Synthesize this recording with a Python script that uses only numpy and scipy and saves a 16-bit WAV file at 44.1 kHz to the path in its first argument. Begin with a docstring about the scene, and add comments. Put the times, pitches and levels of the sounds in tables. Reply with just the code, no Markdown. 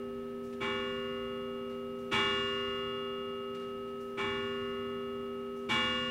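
"""A church bell hums overhead, heard inside the sanctuary, then tolls: a light and a hard blow per swing.
Each clapper impact excites damped normal modes; the low ones ring on from blow to blow, and the
building's reflections smear each clang. The timber frame thuds and rumbles under the swinging load.
Friction gives a faint scrape at the clapper's pivot and a rustle of paper in the room.
Beneath it all lie ventilation noise and the thin whine of the sound system."""
import sys
import numpy as np
from scipy import signal
from scipy.fft import rfft, irfft, next_fast_len
from scipy.io import wavfile
from scipy.ndimage import uniform_filter1d

SR = 44100
rng = np.random.default_rng(int(sys.argv[2]) if len(sys.argv) > 2 else 0)


def unload_wav(signal):
    """Save mono or channel-first audio to the path in sys.argv[1] as 16-bit WAV at rate SR, clipped to [-1, 1]."""
    wavfile.write(
        sys.argv[1],
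        SR,
        np.round(np.clip(np.atleast_2d(signal).T, -1, 1) * 32767).astype(np.int16),
    )


N = 269124

# clapper impacts, those before t = 0 still ringing: (t/s, force level/dB)
CLAPPER_BLOWS = [(-2.96874, 0), (-1.45593, -5), (.60351, -5), (2.11221, 0), (4.17105, -5), (5.68787, 0)]
# normal modes of the bell; close pairs beat: (f/Hz, level/dB, T60/s, build-up/s)
BELL_MODES = [(241.4, -41.2, 50.0, 0.12), (397.82, -34.7, 22.0, 0.02), (512.78, -39.2, 16.0, 0.09),
              (858.83, -57.2, 9.4, 0.03), (859.8, -36.5, 0.9, 0.02), (1064.0, -32.5, 0.7, 0.03),
              (1103.89, -36.2, 3.9, 0.06), (1130.11, -42.0, 3.0, 0.02), (1140.74, -45.5, 1.8, 0.02),
              (1280.68, -39.4, 1.7, 0.02), (1281.88, -46.4, 24.0, 0.13), (1325.0, -53.8, 1.0, 0.02),
              (1438.39, -38.0, 3.3, 0.03), (1620.84, -46.8, 1.7, 0.02), (1758.42, -59.6, 19.9, 0.05),
              (1758.64, -35.0, 2.2, 0.03), (1834.07, -44.7, 1.7, 0.02), (1965.3, -45.5, 3.3, 0.08),
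              (2040.22, -42.6, 2.9, 0.13), (2041.74, -41.1, 1.5, 0.13), (2275.92, -45.2, 4.8, 0.02),
              (2276.6, -31.4, 0.9, 0.02), (2445.16, -56.0, 2.4, 0.05), (2572.75, -50.1, 2.3, 0.13),
              (2597.77, -55.1, 2.7, 0.02), (2823.72, -30.5, 4.1, 0.03), (3387.23, -43.5, 3.5, 0.02),
              (3388.26, -43.0, 2.0, 0.02), (3479.0, -43.7, 0.7, 0.02), (3599.0, -46.8, 0.7, 0.02),
              (3662.22, -50.3, 1.6, 0.02), (3672.72, -47.0, 1.2, 0.02), (3962.57, -51.5, 2.6, 0.05),
              (4251.8, -57.8, 1.0, 0.02), (4470.21, -66.5, 4.0, 0.03), (4540.51, -59.9, 2.8, 0.02),
              (4620.64, -59.5, 2.1, 0.02), (5120.19, -54.8, 2.4, 0.1), (5702.65, -58.5, 2.1, 0.02),
              (6487.87, -65.0, 2.0, 0.02), (6875.52, -58.4, 1.9, 0.02), (7417.03, -64.8, 1.9, 0.05),
              (8069.72, -64.4, 1.2, 0.02)]


def toll(modes):
    """Superposition: each blow adds to what still rings, reinforcing or partly cancelling a mode."""
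    out = np.zeros(N)
    for hz, level_db, t60, swell_s in modes:
        ring = from_db(level_db) * damped_mode(hz, t60, swell_s)
        for onset, force_db in CLAPPER_BLOWS:
            add(out, blow_gain(force_db, hz) * ring, onset)
    return out


def damped_mode(hz, t60, swell_s, scatter=0.24, scatter_s=0.087, scatter_per_s=26):
    """Damped oscillation: a sine builds up in the building and wavers as early reflections interfere."""
    t = np.arange(int(min(t60, 9.2) * SR)) / SR
    envelope = np.exp(-np.log(1000) * t / t60) * (1 - np.exp(-t / swell_s))
    phase = 2 * np.pi * hz * t
    early = slice(SR // 2)
    reflections = scatter * np.exp(-t[early] / scatter_s) * random_phasor(t[early], scatter_per_s)
    wave = np.sin(phase)
    wave[early] += (reflections * np.exp(1j * phase[early])).imag
    return envelope * wave


def blow_gain(force_db, hz):
    """Contact time sets bandwidth: a harder blow is shorter, which favours the treble."""
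    return from_db(force_db * np.interp(hz, [2200, 3200], [1, 1.8]))


# mean strength of the bell's faint high modes: (f/Hz, level per mode/dB)
HIGH_MODE_LEVELS = [(2400, -59), (3400, -59), (4100, -73), (7000, -65), (9000, -73.5), (11000, -82),
                    (14000, -82)]


def shimmer(count=56, spread_db=3.5, t60_at_5k=2.36, swell_s=0.021, treble_damping=0.42):
    """Damping grows with frequency: the higher a crowded upper mode lies, the sooner it dies."""
    hz = np.linspace(2400, 13500, count) + rng.uniform(-90, 90, count)
    level_db = at_hz(HIGH_MODE_LEVELS, hz) + spread_db * np.clip(rng.standard_normal(count), -2, 2)
    t60 = t60_at_5k * (5000 / hz) ** treble_damping
    return toll(zip(hz, level_db, t60, np.full(count, swell_s)))


# diffuse crash of a blow: (f/Hz, relative spectral level/dB, T60/s)
CLANG_SPECTRUM = [(40, -21, 1.2), (80, -9, 1.9), (180, -3.5, 1.6), (330, -11, 1.36), (615, -9, 1.24),
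                  (746, -12, .7), (1090, -1, 0.88), (1760, -6, 1.1), (2220, -6.5, 0.91), (3490, -11, 0.89),
                  (4000, -18.5, 0.45), (7740, -25.5, 0.74), (11000, -37.5, 0.31), (15500, -44, .5)]


def clang(level_db=-35, swell_s=0.019, early_gain=1.16, early_s=0.055, ripple_db=4.0, ripple_hz=45):
    """Reverberation: each blow brings early reflections, then a diffuse tail that dies band by band."""
    t = np.arange(3 * SR // 2) / SR
    size = next_fast_len(N)
    crash = rfft(noise(CLANG_SPECTRUM), size)
    bin_hz = np.arange(len(crash)) * SR / size
    # short-lived resonances of the building colour every blow alike
    peaks = np.interp(bin_hz / ripple_hz, np.arange(1024), np.clip(rng.standard_normal(1024), -2, 2))
    crash *= np.where(bin_hz > 500, rms_one(from_db(ripple_db * peaks)), 1)
    arrival = (1 - np.exp(-t / swell_s)) * (1 + early_gain * np.exp(-(t / early_s) ** 2))
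    edges = np.geomspace(30, 16000, 15)
    out = np.zeros(N)
    for low, high in zip(edges, edges[1:]):
        hz = np.sqrt(low * high)
        band = irfft(crash * ((bin_hz >= low) & (bin_hz < high)), size)[:N]
        envelope = arrival * np.exp(-np.log(1000) * t / at_hz(CLANG_SPECTRUM, hz, column=2))
        gain = np.zeros(N)
        for onset, force_db in CLAPPER_BLOWS:
            add(gain, blow_gain(force_db, hz) * envelope, onset)
        out += band * gain
    return from_db(level_db) * out


# modes of the timber frame and the rooms below it: (f/Hz, level/dB, T60/s, build-up/s)
FRAME_MODES = [(22.4, -59, 3.6, .03), (64, -48, 1.9, .08), (99.6, -44.5, 1.7, 0.021),
               (224.1, -39, 1.6, 0.017), (318.7, -45, 1.85, 0.013), (332, -36.5, 0.43, 0.0085),
               (343.3, -46, 1.6, 0.0067)]


def frame_thuds():
    """Structure-borne sound: each blow also excites the low modes of the frame and rooms."""
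    return toll(FRAME_MODES)


# rumble of the loaded frame: (f/Hz, relative spectral level/dB)
RUMBLE_SPECTRUM = [(25, -21), (40, -11), (60, 1.5), (80, -1.5), (105, 2.5), (160, 1), (210, -25),
                   (300, -16), (500, -42)]


def frame_rumble(steady_db=-62, jolt_db=-58.5, jolt_s=0.35, fall_db=-56.5, delay_s=0.57, width_s=0.34):
    """Forced vibration: a steady groan, each blow's jolt and a swell as the bell falls back add in power."""
    t = np.arange(N) / SR
    power = from_db(steady_db) ** 2
    for onset, force_db in CLAPPER_BLOWS:
        age = t - onset
        jolt = from_db(jolt_db + force_db) * (age > 0) * np.exp(-np.abs(age) / jolt_s)
        fall = from_db(fall_db) * np.exp(-0.5 * ((age - delay_s) / width_s) ** 2)
        power = power + jolt ** 2 + fall ** 2
    return np.sqrt(power) * noise(RUMBLE_SPECTRUM)


# friction at the clapper's pivot: (f/Hz, relative spectral level/dB)
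PIVOT_SPECTRUM = [(2500, -23), (4500, -1), (5500, 4), (7500, -0.5), (10000, -4), (15500, -9)]


def pivot_scrapes(hard_blow_db=-69.5, hard_blow_lead_s=0.127, fade_s=0.11):
    """Sliding friction: the pivot scrapes before each blow, sooner and louder before a gentle one."""
    events = []
    for onset, force_db in CLAPPER_BLOWS:
        lead_s = hard_blow_lead_s / np.sqrt(from_db(force_db))
        events.append((onset - lead_s, hard_blow_db - 0.5 * force_db, fade_s))
    return friction(events, PIVOT_SPECTRUM)


# sheets of paper being handled: (t/s, level/dB, decay time constant/s)
PAPER_RUSTLES = [(.525, -55, 0.021), (1.695, -60.5, .06), (3.545, -53.5, 0.032), (3.595, -63, 0.15),
                 (3.875, -65, .03)]
# paper rubbing: (f/Hz, relative spectral level/dB)
PAPER_SPECTRUM = [(400, -18), (1500, 20), (3500, 14), (6000, 5.5), (10000, 0), (15500, -15)]


def paper():
    """Dry friction: handled sheets radiate brief, faint rustles."""
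    return friction(PAPER_RUSTLES, PAPER_SPECTRUM)


def friction(events, spectrum, grain_db=1.0, rise_s=0.0027):
    """Random amplitude modulation makes rubbing noise grainy; each burst fades in the room."""
    t = np.arange(SR) / SR
    envelope = np.zeros(N)
    for onset, level_db, fade_s in events:
        add(envelope, from_db(level_db) * (1 - np.exp(-t / rise_s)) * np.exp(-t / fade_s), onset)
    grain = rms_one(uniform_filter1d(rng.standard_normal(N), size=160))
    return envelope * rms_one(noise(spectrum) * from_db(grain_db * grain))


# ventilation and hiss: (f/Hz, relative spectral level/dB)
AIR_SPECTRUM = [(25, -8), (200, 4), (350, -1), (550, -4.5), (900, -11), (1800, -14.5), (3000, -17),
                (4500, -26), (7000, -31.5), (10000, -33.5), (15500, -33)]


def ventilation(level_db=-55):
    """Stationary broadband noise: moving air, strongest in the bass."""
    return from_db(level_db) * noise(AIR_SPECTRUM)


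# tones of the sound system: (f/Hz, rms level/dB)
WHINE_TONES = [(9000, -82.5), (12000, -85.5), (15003, -89)]


def whine():
    """A line spectrum: the electronics give off steady high sines."""
    t = np.arange(N) / SR
    return sum(from_db(db) * np.sqrt(2) * np.sin(2 * np.pi * hz * t) for hz, db in WHINE_TONES)


# hiss between the channels: (f/Hz, relative spectral level/dB)
SIDE_HISS_SPECTRUM = [(500, -18), (2500, -28), (4500, -2.5), (15500, 5.5)]


def side_hiss(level_db=-72.5):
    """Antiphase noise: a faint hiss with opposite signs left and right."""
    return from_db(level_db) * noise(SIDE_HISS_SPECTRUM) * np.array([[1], [-1]])


def noise(spectrum):
    """Spectral shaping: white noise takes on a given spectrum, at unit rms."""
    size = next_fast_len(N)
    hz = np.arange(size // 2 + 1) * SR / size
    white = rfft(rng.standard_normal(size))
    return rms_one(irfft(white * from_db(at_hz(spectrum, hz)), size)[:N])


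def random_phasor(t, knots_per_s):
    """Amplitude and phase drift: complex Gaussian values joined by lines."""
    knots = rng.standard_normal((512, 2)) @ [1, 1j] / np.sqrt(2)
    return np.interp(t * knots_per_s, np.arange(len(knots)), knots)


def from_db(db):
    """Decibels to amplitude ratio."""
    return 10 ** (np.asarray(db) / 20)


def rms_one(x):
    """Normalisation to unit rms."""
    return x / np.sqrt(np.mean(np.abs(x) ** 2) + 1e-20)


def at_hz(points, hz, column=1):
    """Interpolation of a table column over log frequency."""
    table = np.array(points)
    return np.interp(np.log(np.maximum(hz, 1)), np.log(table[:, 0]), table[:, column])


def add(out, sound, onset):
    """Superposition of a sound at an onset in seconds, which may be negative."""
    at = round(onset * SR)
    piece = sound[max(-at, 0):max(N - at, 0)]
    out[max(at, 0):max(at, 0) + len(piece)] += piece


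def scene():
    """Pressures add: tower and room are alike in both channels, and only the side hiss has width."""
    tower = toll(BELL_MODES) + shimmer() + frame_thuds() + clang() + frame_rumble() + pivot_scrapes()
    room = paper() + ventilation() + whine()
    return tower + room + side_hiss()


def record(dry):
    """Band limiting: an elliptic low-pass cuts steeply above 15.8 kHz."""
    return signal.sosfilt(signal.ellip(12, 0.1, 90, 15800, fs=SR, output="sos"), dry)


dry = scene()
out = record(dry)
unload_wav(out)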